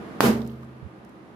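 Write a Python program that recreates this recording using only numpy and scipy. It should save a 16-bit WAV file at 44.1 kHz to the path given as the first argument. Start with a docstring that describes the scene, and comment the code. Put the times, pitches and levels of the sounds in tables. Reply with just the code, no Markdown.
"""A small hard room hums; then a pin bursts a balloon among other balloons, close to a phone.
The skin rips and the air leaves as one pressure wave; the gain control turns everything down.
The room swells, booms and rings on in its low modes.
Rubber scraps tick down and the neighbouring balloons bump, over the lowered hum."""
import sys
import numpy as np
from scipy import signal
from scipy.fft import rfft, irfft
from scipy.io import wavfile

SR = 44100
rng = np.random.default_rng(int(sys.argv[2]) if len(sys.argv) > 2 else 0)


def dump(signal):
    """Clip the signal to [-1, 1] and save it as 16-bit WAV at the path in sys.argv[1]."""
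    limited = np.clip(np.atleast_2d(signal).T, -1, 1)
    pcm = np.round(limited * 32767).astype(np.int16)
    wavfile.write(sys.argv[1], SR, pcm)


N = 59535
POP_S = .2056


def undb(db):
    """Decibels to amplitude ratio."""
    return 10 ** (np.asarray(db) / 20)


def since(start):
    """Seconds since a moment, zero before it."""
    return np.maximum(np.arange(N) / SR - start, 0)


def pan(db):
    """Level-difference panning: two gains, the left db above the right."""
    return undb(np.array([[db], [-db]]) / 2)


def bins():
    """Frequencies of the Fourier bins, kept above zero."""
    return np.maximum(np.arange(N // 2 + 1), 1) * SR / N


def on_bins(table):
    """A table's second column, interpolated over log frequency."""
    rows = np.array(table)
    return np.interp(np.log(bins()), np.log(rows[:, 0]), rows[:, 1])


def noise(spectrum_db, correlation):
    """Partly coherent stereo noise of rms 1: the mid-side balance sets the correlation."""
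    mid, side = rfft(rng.standard_normal((2, N)))
    c = np.clip(correlation, -.99, .99)
    stereo = np.sqrt(1 + c) * mid + np.sqrt(1 - c) * side * np.array([[1], [-1]])
    x = irfft(undb(spectrum_db) * stereo, N)
    return x / np.sqrt(np.mean(x ** 2))


def fade(t, t60):
    """Exponential decay by 60 dB in t60 seconds."""
    return np.exp(-np.log(1000) * t / t60)


def wave_packets(table):
    """Tones under Gaussian envelopes, down to 1/e one half-width from the peak."""
    t = since(0)
    return sum(undb(db) * np.cos(2 * np.pi * hz * (t - at)) * np.exp(-((t - at) / half_width) ** 2)
               for at, hz, db, half_width in table)


# Spectrum of the room noise (frequency [Hz], relative density [dB])
AMBIENT_SPECTRUM = [(18, -87), (30, -35), (64, -10.5), (100, -17.5), (210, -3), (280, -10.5), (319, -4),
                    (404, -10), (449, -11), (499, -13.5), (1010, -17), (1220, -18), (1430, -20.5),
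                    (1590, -21.5), (8300, -50), (10800, -45.5), (16000, -63)]
# Likeness of left and right in the room (frequency [Hz], correlation [-1 to 1])
ROOM_CORRELATION = [(40, 0.19), (130, 0.91), (300, 0.8), (700, 0.46), (1400, -0.29), (3000, 0.044),
                    (16000, -0.1)]
# Hum lines (frequency [Hz], level [dB])
HUM_LINES = [(129.2, -59), (194, -51.5), (318, -48.5), (1211, -59)]

def background():
    """Stationary noise: a continuous spectrum with discrete hum lines in random phase."""
    t = since(0)
    air = undb(-38.5) * noise(on_bins(AMBIENT_SPECTRUM), on_bins(ROOM_CORRELATION))
    hum = sum(np.sqrt(2) * undb(db) * np.sin(2 * np.pi * (hz * t + rng.random()))
              for hz, db in HUM_LINES)
    return air + hum


# Spectrum of the falling shreds (frequency [Hz], relative density [dB])
PATTER_SPECTRUM = [(300, -12), (1500, 3), (4000, 7), (7000, -3), (10000, -5), (14000, 2), (16000, -9)]

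def patter(hits_per_s=650, spread_db=3.5):
    """Shot noise: tiny shreds and droplets strike the other balloons at random, ever more faintly."""
    t = since(.31)
    hits = (rng.random((2, N)) < hits_per_s / SR) * undb(spread_db * rng.standard_normal((2, N)))
    polarity = np.sign(rng.standard_normal((2, N)))
    shower = irfft(rfft(hits * polarity) * undb(on_bins(PATTER_SPECTRUM)), N)
    shower /= np.sqrt(np.mean(shower ** 2))
    return undb(-40.5) * (t > 0) * fade(t, t60=.87) * shower


# Rubber scraps and drops landing, and at 0.632 s a knock of a neighbouring balloon # (time [s], level [dB],
# centre [Hz], half-width [octaves], decay T60 [s], left minus right [dB])
LANDINGS = [(0.418, -33, 3940, 0.21, 0.018, -4), (0.463, -53, 4500, 0.76, 0.027, -4),
            (0.4747, -36.5, 9000, 1, .02, -1.5), (0.4957, -42.5, 3240, 0.26, .025, -1),
            (0.503, -50, 14100, 0.27, .03, -2), (0.625, -56, 7000, 0.17, .03, 4),
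            (.632, -34, 1170, .13, 0.038, -1.5), (0.6455, -55.5, 6960, 0.58, 0.038, -5),
            (.9874, -62, 14000, 0.39, .02, 0), (1.0483, -48.5, 6000, 1, 0.021, -9),
            (1.093, -50.5, 5500, 1, 0.022, -5)]

def scraps():
    """Impact excitation: each landing is a tick of quickly damped band-pass noise."""
    ticks = 0
    for at, db, hz, octaves, t60, pan_db in LANDINGS:
        t = since(at)
        band_db = -10 * np.log10(1 + (np.log2(bins() / hz) / octaves) ** 4)
        ticks += undb(db) * pan(pan_db) * (t > 0) * fade(t, t60) * noise(band_db, correlation=.13)
    return ticks


# Bumps of the neighbouring balloons (time [s], frequency [Hz], level [dB], half-width [s])
BALLOON_BUMPS = [(.6345, 1198, -42, 0.0017), (.829, 126.9, -29, 0.0037), (.856, 81.5, -30, 0.016)]

def bumps():
    """Soft collisions: balloons on the right radiate a few cycles at each contact."""
    return wave_packets(BALLOON_BUMPS) * pan(-21)


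# Low modes of the room (frequency [Hz], level [dB], decay T60 [s])
STANDING_WAVES = [(75.5, -27, 1.6), (128, -21, 2.06), (206.6, -15.5, 0.76), (228.4, -5, .78),
                  (256.3, -15, 0.56), (322, -52, 0.56), (407, -18.5, 0.82), (474.7, -31.5, 0.92),
                  (530, -38, 0.71)]

def room_modes(delay_s=.02, build_s=.035):
    """Resonance: standing waves build up between the walls and outlast the bang."""
    t = since(POP_S + delay_s)
    build = np.minimum(t / build_s, 1)
    return build * sum(undb(db) * np.sin(2 * np.pi * hz * t) * fade(t, t60)
                       for hz, db, t60 in STANDING_WAVES)


# Returns from the walls (time [s], frequency [Hz], level [dB], half-width [s])
WALL_RETURNS = [(.241, 433, -3, 0.0045), (.266, 137.5, -21.5, 0.045), (.2865, 218.2, -4, 0.015)]

def booms():
    """Reflection: the walls send the bang back as low wave packets."""
    return wave_packets(WALL_RETURNS)


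# Bands of the reverberant field (frequency [Hz], relative density [dB], decay T60 [s])
REVERB_BANDS = [(35, -20, 1), (69.4, -17, 0.94), (139, -7, 0.84), (250, 0, 0.6), (473, -1, 0.48),
                (750, -5, 0.46), (1500, -9.5, 0.35), (2110, -15, .36), (3400, -19.5, 0.28),
                (4800, -21, 0.28), (8100, -26.5, 0.27), (12500, -22.5, 0.22), (16000, -30, 0.23)]

def reverberation(swell_s=.039, swell_db=5, hold_s=.023):
    """Diffuse field: dense reflections swell, hold and decay exponentially, the treble first."""
    t, decay_time = since(POP_S), since(POP_S + swell_s + hold_s)
    spectrum = rfft(noise(on_bins(REVERB_BANDS), on_bins(ROOM_CORRELATION)))
    centres_hz, _, t60s = np.array(REVERB_BANDS).T
    field = 0
    for t60, selector in zip(t60s, np.eye(len(t60s))):
        triangular_band = np.interp(np.log(bins()), np.log(centres_hz), selector)
        field += irfft(spectrum * triangular_band, N) * fade(decay_time, t60)
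    level_db = -10.5 - swell_db * np.maximum(1 - t / swell_s, 0)
    return field * (t > 0) * undb(level_db)


# Spectrum of the ripping skin (frequency [Hz], relative density [dB])
RIP_SPECTRUM = [(100, 5), (300, 10), (1300, -28), (2200, -12), (3300, -6), (4600, -2.5), (6000, -12),
                (9000, -12), (12000, -12), (16000, -6)]

def rip():
    """Release of elastic tension: the skin tears and whips back in a brief broadband burst."""
    t = since(POP_S)
    return undb(-6.5) * (t > 0) * fade(t, t60=.031) * noise(on_bins(RIP_SPECTRUM), correlation=.1)


# Reflections from things close by (delay [s], gain [dB], left minus right [dB])
EARLY_REFLECTIONS = [(.0007, -11.5, -12), (.0034, -26.5, 8), (.0045, -18.5, -5), (.008, -44, -7)]

def blast(push_s=.0008, suction_s=.00042):
    """Blast wave: overpressure, then a shorter, stronger suction of equal impulse, with near echoes."""
    def lobe(start, length):
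        return np.sin(np.pi * np.minimum(since(start) / length, 1))

    def wave(start):
        suction = push_s / suction_s * lobe(start + push_s, suction_s)
        return undb(3.5) * (lobe(start, push_s) - suction)

    echoes = sum(undb(db) * pan(pan_db) * wave(POP_S + delay) for delay, db, pan_db in EARLY_REFLECTIONS)
    return wave(POP_S) + echoes


def scene():
    """Superposition: the close sources add to the room's field, which leans slightly right."""
    room = reverberation() + room_modes() + booms() + background()
    return blast() + rip() + scraps() + patter() + bumps() + room * pan(-1.95)


def record(dry, low_cut_hz=58, top_hz=15400, threshold_db=-20, max_cut_db=8.5, release_db_per_s=3):
    """Automatic gain control: a held peak lowers the gain; overload clips; both band edges are cut."""
    x = signal.sosfilt(signal.butter(2, low_cut_hz, "high", fs=SR, output="sos"), dry)
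    release_db = release_db_per_s * since(0)
    peak_db = 20 * np.log10(np.abs(x).max(axis=0) + 1e-9)
    held_db = np.maximum.accumulate(peak_db + release_db) - release_db  # jumps up, sinks slowly
    ducked = x * undb(-np.clip(held_db - threshold_db, 0, max_cut_db))
    low_pass = signal.ellip(8, .2, 70, top_hz, fs=SR, output="sos")
    return signal.sosfilt(low_pass, np.clip(ducked, -1, 1))


dry = scene()
out = record(dry)
dump(out)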